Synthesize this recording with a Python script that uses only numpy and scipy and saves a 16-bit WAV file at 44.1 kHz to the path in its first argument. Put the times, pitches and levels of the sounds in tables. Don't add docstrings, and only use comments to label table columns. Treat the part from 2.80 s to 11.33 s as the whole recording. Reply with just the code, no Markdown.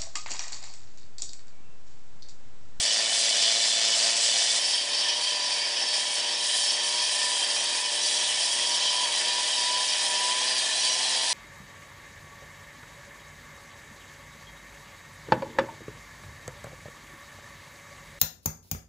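import sys
import numpy as np
from scipy import signal
from scipy.fft import rfft, irfft, next_fast_len
from scipy.io import wavfile
from scipy.ndimage import uniform_filter1d

SR = 44100
rng = np.random.default_rng(int(sys.argv[2]) if len(sys.argv) > 2 else 0)


def ratio_of_db(decibels):
    return 10 ** (np.asarray(decibels, float) / 20)


def dump_mix(stems):
    frames = np.atleast_2d(stems).T
    limited = np.clip(frames, -1, 1)
    pcm = np.round(limited * 32767).astype(np.int16)
    wavfile.write(sys.argv[1], SR, pcm)


N = 376162
MOVE_S = 1.79


def rms_one(x):
    return x / np.sqrt(np.mean(np.abs(x) ** 2) + 1e-20)


def in_time(rows):
    s, *columns = np.transpose(rows)
    return [np.interp(np.arange(N) / SR, s, c) for c in columns]


def by_spot(first, second):
    return np.where(np.arange(N) < MOVE_S * SR, first, second)


def drift(rate):
    r = np.exp(-40 * np.pi * rate / SR)
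    noise = rng.standard_normal(N // 20 + 2002)
    slow = signal.lfilter([1], [1, -2 * r, r * r], noise)[2000:]
    return np.interp(np.arange(N) / 20, np.arange(len(slow)), rms_one(slow))


def coloured(x, table):
    size = next_fast_len(N + SR // 4)
    log_hz = np.log(np.arange(size // 2 + 1) * SR / size + 1)
    at, *spots = np.transpose(table)
    spectrum = rfft(x, size)
    heard = [irfft(spectrum * ratio_of_db(np.interp(log_hz, np.log(at), db)), size)[:N] for db in spots]
    return by_spot(*heard)


def lowpassed(x, order, hz):
    sos = signal.butter(order, hz, fs=SR, output="sos")
    return signal.sosfiltfilt(sos, x, padtype="even", padlen=SR // 10)


# (time [s], level [dB])
FAR_HUM = [
    (0, -90),
    (4, -88),
    (5.5, -69),
    (7, -73),
    (8.53, -65),
]
HUM_HZ = 91.5


def hum():
    phase = 2 * np.pi * HUM_HZ * np.arange(N) / SR
    steady = ratio_of_db(in_time(FAR_HUM)[0] - 2.5) * (np.sin(phase) + 1.6 * np.sin(2 * phase))
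    wavering = ratio_of_db(-65.5 + 3 * drift(3)) * np.sin(3 * phase + drift(7.2))
    return steady + wavering


# (time [s], pressure on the stone [dB], grit brightness [dB], engine labour [dB])
PRESSURE = [(0, -1.5, -1.5, -0.5), (.22, -1.5, -4, 1), (.45, -0.5, -2.5, 0.5), (.97, -.5, -3.5, 0),
            (1.25, -0.5, -2.5, 1), (1.76, -0.5, -3, -0.5), (1.82, -1.5, -2, -1), (2.9, -3, -1, 0),
            (3.5, -2, 0, 0), (3.76, -0.5, 1, -1), (4.2, -1.5, 0, -1), (4.6, -1, 2, 0.5), (5.1, -2.5, 1, 0),
            (5.35, 0, 1, -0.5), (6.05, -1, 1, 0.5), (6.75, -.5, 0.5, 0), (7.8, -0.8, 2, 1.5),
            (8.53, 0.5, 0, -0.5)]
# (rumble, low modes, high modes, hiss [dB per dB])
FOLLOWS = (.3, 1.13, 0.3, 1.1)
# (time [s], high modes [dB], low modes [dB])
SNAGS = [(.18, -0.5, -1), (.3, -3.5, -1), (.47, 2.5, 0), (.65, 2.5, 3), (.78, 0.5, 0.5), (.95, 0, -1.5),
         (1.17, -2.5, 1), (1.45, 2, 0), (1.92, 4.5, 0), (2.08, -2.5, -0.5), (2.27, 2.5, 0.5), (3.15, 4, 1),
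         (3.75, 0.5, 2), (3.9, 3.5, 0), (4.12, -2, -1.5), (4.23, 1.5, -0.5), (4.42, 1.5, -1),
         (5.12, 1, -1.5), (5.27, 3.5, -1.5), (5.96, 1.5, 0.5), (6.08, -0.5, 5), (6.72, -1.5, 0),
         (7.0, -1, 1), (7.55, -2, -0.5), (8.07, 4, 0.5), (8.53, 3.5, -0.5)]
SNAG_S, SNAG_HISS_SHARE = 0.055, 0.2
WANDER_DB, WANDER_PER_S = 0.7, 11.1


def cutting():
    pressure_db, bright_db, labour_db = in_time(PRESSURE)
    t = np.arange(N) / SR
    snag_db, snag_low_db = sum(np.outer(db, np.exp(-((t - s) / SNAG_S) ** 2)) for s, *db in SNAGS)
    extras = (labour_db, snag_low_db, snag_db - 0.5 * bright_db, SNAG_HISS_SHARE * snag_db + bright_db)
    swings = [share * pressure_db + extra + WANDER_DB * drift(WANDER_PER_S)
              for share, extra in zip(FOLLOWS, extras)]
    moved = round(MOVE_S * SR)
    return [c - by_spot(c[:moved].mean(), c[moved:].mean()) for c in swings]


def shake(turns, depth):
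    return 1 + depth * np.cos(2 * np.pi * turns)


HISS_EDGES_HZ = (6900, 7900, 9000)
MOTTLE_DB, MOTTLE_PER_S = 1.0, 4.0


def mottled(hiss):
    below = [0]
    for hz in HISS_EDGES_HZ:
        below.append(signal.sosfilt(signal.butter(3, hz, fs=SR, output="sos"), hiss))
    below.append(hiss)
    return sum((b - a) * ratio_of_db(MOTTLE_DB * drift(MOTTLE_PER_S)) for a, b in zip(below, below[1:]))


# (frequency [Hz], first level [dB per Hz], second level [dB per Hz])
RUB = [(60, -100, -96), (100, -99.5, -91), (200, -85, -88), (363, -85, -82.5), (653, -67.5, -71),
       (960, -73.5, -70), (1302, -79.5, -81.5), (2004, -65.5, -66.5), (2046, -71.5, -75.5),
       (2650, -66, -67.5), (3290, -64, -65), (4600, -63.5, -71), (4900, -59, -66.5), (6700, -66.5, -70.5),
       (10700, -71.5, -70)]


def rubbing(turns, rumble_db, body_db, hiss_db, patchy_db=0.93, gust_db=5.5):
    grain_size = ratio_of_db(1.6 * rng.standard_normal(N // 40 + 1)).repeat(40)[:N]
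    grit = rms_one(rng.standard_normal(N) * grain_size) * np.sqrt(SR / 2)
    noise = coloured(grit, RUB) * shake(turns, by_spot(0.084, 0.038))
    breeze, low, mid = [lowpassed(noise, 2, hz) for hz in (110, 2600, 6000)]
    lag = (0.004106 + 6e-6 * drift(0.7)) * SR
    noise = noise - 0.54 * np.interp(np.arange(N) - lag, np.arange(N), noise - mid, left=0)
    out = breeze * ratio_of_db(gust_db * drift(4) - 6)
    ranges = (low - breeze, mid - low, mottled(noise - mid))
    for part, db in zip(ranges, (rumble_db, body_db, hiss_db)):
        out = out + part * ratio_of_db(db + patchy_db * drift(20.4))
    return out


BLADE_HZ = [1776, 2261, 2466, 2650, 2968, 3095, 3187, 3286, 3437, 3522, 3722, 3960, 4040, 4165, 4484, 4570,
            4652, 4840, 5155, 5312, 5809, 6212, 6475, 7390, 7671, 7881, 8312, 8613, 9862, 610]
# (width [Hz], shift [Hz per extra turn per s], first level [dB], second level [dB])
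BLADE = [(65, -1.5, -46, -45.5), (46.3, 0, -45, -49.5), (52, -2, -61.5, -47), (60, -2, -62.5, -51.5),
         (50.3, -2, -37, -43), (51.3, 3, -43, -41.5), (46.5, 3, -45, -38.5), (35, 0.5, -40.5, -40.5),
         (27, -4, -42, -45), (50, 0.5, -36.5, -48), (45.2, -5, -47, -43.5), (45, -1.5, -53, -42.5),
         (40, 0, -42, -44), (35, -1.5, -39.5, -49.5), (22, -0.5, -50, -43), (40, 1.5, -44, -40.5),
         (62, 3, -33.5, -38.5), (25, 0, -66, -40.5), (66, 6.5, -45, -39), (51, 3.5, -37, -38.5),
         (60, 0.5, -38, -40.5), (36, 0.5, -63, -70), (65, -1, -41.5, -48), (150, 9.5, -39, -57),
         (60, 7, -53, -56.5), (150, 9.5, -40.5, -58), (50, 1, -47, -60.5), (60, 6, -48, -51),
         (100, -1, -67, -50), (40, 3, -50, -58.5)]
# (mode counted from 0, lean [dB per extra turn per s])
LEANING = [
    (6, -0.32),
    (7, 0.17),
    (8, 0.02),
    (13, 1.2),
    (19, -0.5),
]


def blade(turns, speed, rumble_db, low_db, high_db, hiss_db, swell_db=2.0):
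    out, t = np.zeros(N), np.arange(N) / SR
    extra_speed = by_spot(0, speed - 120)
    lean = {round(k): db for k, db in LEANING}
    for k, (hz, (width, shift, first_db, second_db)) in enumerate(zip(BLADE_HZ, BLADE)):
        phase = 2 * np.pi * (hz * t + shift * (turns - 120 * t))
        tone = drift(width * 0.54) * np.cos(phase) + drift(width * 0.68) * np.sin(phase)
        push_db = rumble_db if hz < 2700 else low_db if hz < 4300 else high_db if hz < 6000 else hiss_db
        level_db = by_spot(first_db, second_db) + lean.get(k, 0) * extra_speed
        out += tone * ratio_of_db(level_db + push_db + swell_db * drift(3.6))
    return out * shake(turns, by_spot(0.23, 0.049))


# (start [s], end [s], speed at start [turns per s], speed at end [turns per s])
SPURTS = [(.16, .28, 110.4, 112.0), (.6, .8, 111.7, 114.2), (1.03, 1.41, 112.5, 115.3),
          (1.72, 1.87, 112.3, 117.0), (2.09, 2.42, 115.4, 120.3), (2.86, 3.07, 116.5, 120.2),
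          (3.4, 3.64, 117.8, 120.0), (3.89, 4.23, 116.7, 121.2), (4.67, 4.93, 116.2, 120.0),
          (5.12, 5.47, 117.6, 120.9), (5.72, 5.98, 118.4, 121.1), (6.26, 6.6, 117.5, 122.6),
          (6.76, 7.03, 121.2, 124.9), (7.25, 7.8, 120.9, 127.8), (8.02, 8.42, 125.2, 130.3)]
START_SPEED, END_SPEED = 111.7, 129.8
FLYWHEEL_S, SWITCH_S = 0.07, 0.03
HELD_SHARE, SPURT_SHARE = 0.95, 0.05


def hunting():
    start, end, low, high = np.transpose(SPURTS)
    t = np.arange(N) / SR
    s = np.r_[0, np.ravel([start, end], "F"), N / SR]
    speed = np.interp(t, s, np.r_[START_SPEED, np.ravel([low, high], "F"), END_SPEED])
    spurting = np.searchsorted(s[1:], t) % 2
    cut = uniform_filter1d(np.where(spurting, SPURT_SHARE, HELD_SHARE), round(SWITCH_S * SR))
    return uniform_filter1d(speed, round(FLYWHEEL_S * SR), mode="nearest"), np.clip(cut, 0, 1)


# (frequency [Hz], first level [dB], second level [dB])
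EXHAUST = [(60, -99, -84.5), (115, -76, -75.5), (238, -69, -65), (290, -50.5, -52.5), (360, -60.5, -55),
           (464, -61, -58.5), (567, -55, -57), (700, -46, -69.5), (800, -85, -86.5), (921, -48.5, -57.5),
           (970, -49.5, -49.5), (1090, -55.5, -58), (1340, -54.5, -76.5), (1640, -61, -52.5),
           (2400, -46.5, -56)]
# (frequency [Hz], width [Hz], first level [dB], second level [dB])
HOUSING = (988.5, 16, -8.5, 0.5)
# (time [s], level [dB])
GRIP = [(0, -56), (1.8, -47), (2.6, -39.5), (3.05, -46.5), (3.8, -43), (4.45, -38.5), (4.75, -44),
        (5.0, -41.5), (5.3, -52.5), (6.25, -34.5), (6.4, -46), (6.6, -39.5), (7.05, -44.5), (7.45, -44.5),
        (7.75, -47), (8.3, -45.5), (8.53, -34)]
# (multiple of speed, first level [dB], second level [dB])
PUMPING = [
    (1, -70.5, -72),
    (2, -59.5, -69),
    (4, -57, -60.5),
    (5, -57, -48.5),
    (6, -52, -71.5),
    (7, -74, -66.5),
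]
PUMP_GAIN_DB = 2.04
FIRING_WANDER_DB, FIRING_FOLLOWS = 0.4, 1.1


def engine(turns, speed, cut, uneven_db=1.0, jitter_s=0.00003):
    ring_db = in_time(GRIP)[0]
    firing_db = FIRING_FOLLOWS * in_time(PRESSURE)[2] + FIRING_WANDER_DB * drift(3.5)
    number = np.arange(1, int(turns[-1]))
    at = np.interp(number, turns, np.arange(N))
    luck = rng.standard_normal((len(number), 2))
    strength = np.where(number % 3 == 0, 1, 1 - cut[at.astype(int)]) * ratio_of_db(uneven_db * luck[:, 0])
    blows = np.zeros(N)
    blows[np.clip(at + jitter_s * SR * luck[:, 1], 0, N - 1).astype(int)] = strength
    blows *= SR / speed / np.sqrt(2) * ratio_of_db(firing_db - 1.0 - 1.5 * cut)
    blows = signal.sosfiltfilt(signal.butter(2, [40, 2600], "band", fs=SR, output="sos"), blows)

    hz, width, first_db, second_db = HOUSING
    r = np.exp(-np.pi * width / SR)
    poles = [1, -2 * r * np.cos(2 * np.pi * hz / SR), r * r]
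    rung = rms_one(signal.lfilter([(1 - r * r) / 2, 0, (r * r - 1) / 2], poles, blows))
    rung = ratio_of_db(by_spot(first_db, second_db) + ring_db) * rung

    pumped = np.zeros(N)
    for k, a, b in PUMPING:
        gain_db = (round(k) > 5) * PUMP_GAIN_DB * (speed - 120)
        pumped += ratio_of_db(by_spot(a, b + gain_db) + 1.5) * np.cos(2 * np.pi * round(k) * turns)
    return pumped + coloured(blows, EXHAUST) + rung


def scene():
    speed, cut = hunting()
    turns = np.cumsum(speed) / SR
    rumble_db, low_db, high_db, hiss_db = cutting()
    saw = rubbing(turns, rumble_db, (low_db + high_db) / 2, hiss_db)
    saw += blade(turns, speed, rumble_db, low_db, high_db, hiss_db)
    saw += engine(turns, speed, cut)
    return np.tile(hum() + saw, (2, 1))


def band_limit(x):
    return signal.sosfilt(signal.butter(12, 11230, fs=SR, output="sos"), x)


# (frequency [Hz], level [dB])
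ANTI_ALIAS = [
    (9980, 0),
    (10140, -16),
    (10200, -40),
    (10280, -80),
    (10320, -110),
]


def record(dry):
    gain = ratio_of_db(np.interp(np.arange(N // 2 + 1) * SR / N, *np.transpose(ANTI_ALIAS)))
    rounded = 0.43 * np.tanh(dry / 0.47)
    mix = irfft(rfft(rounded) * gain, N)
    return band_limit(mix)


dry = scene()
out = record(dry)
dump_mix(out)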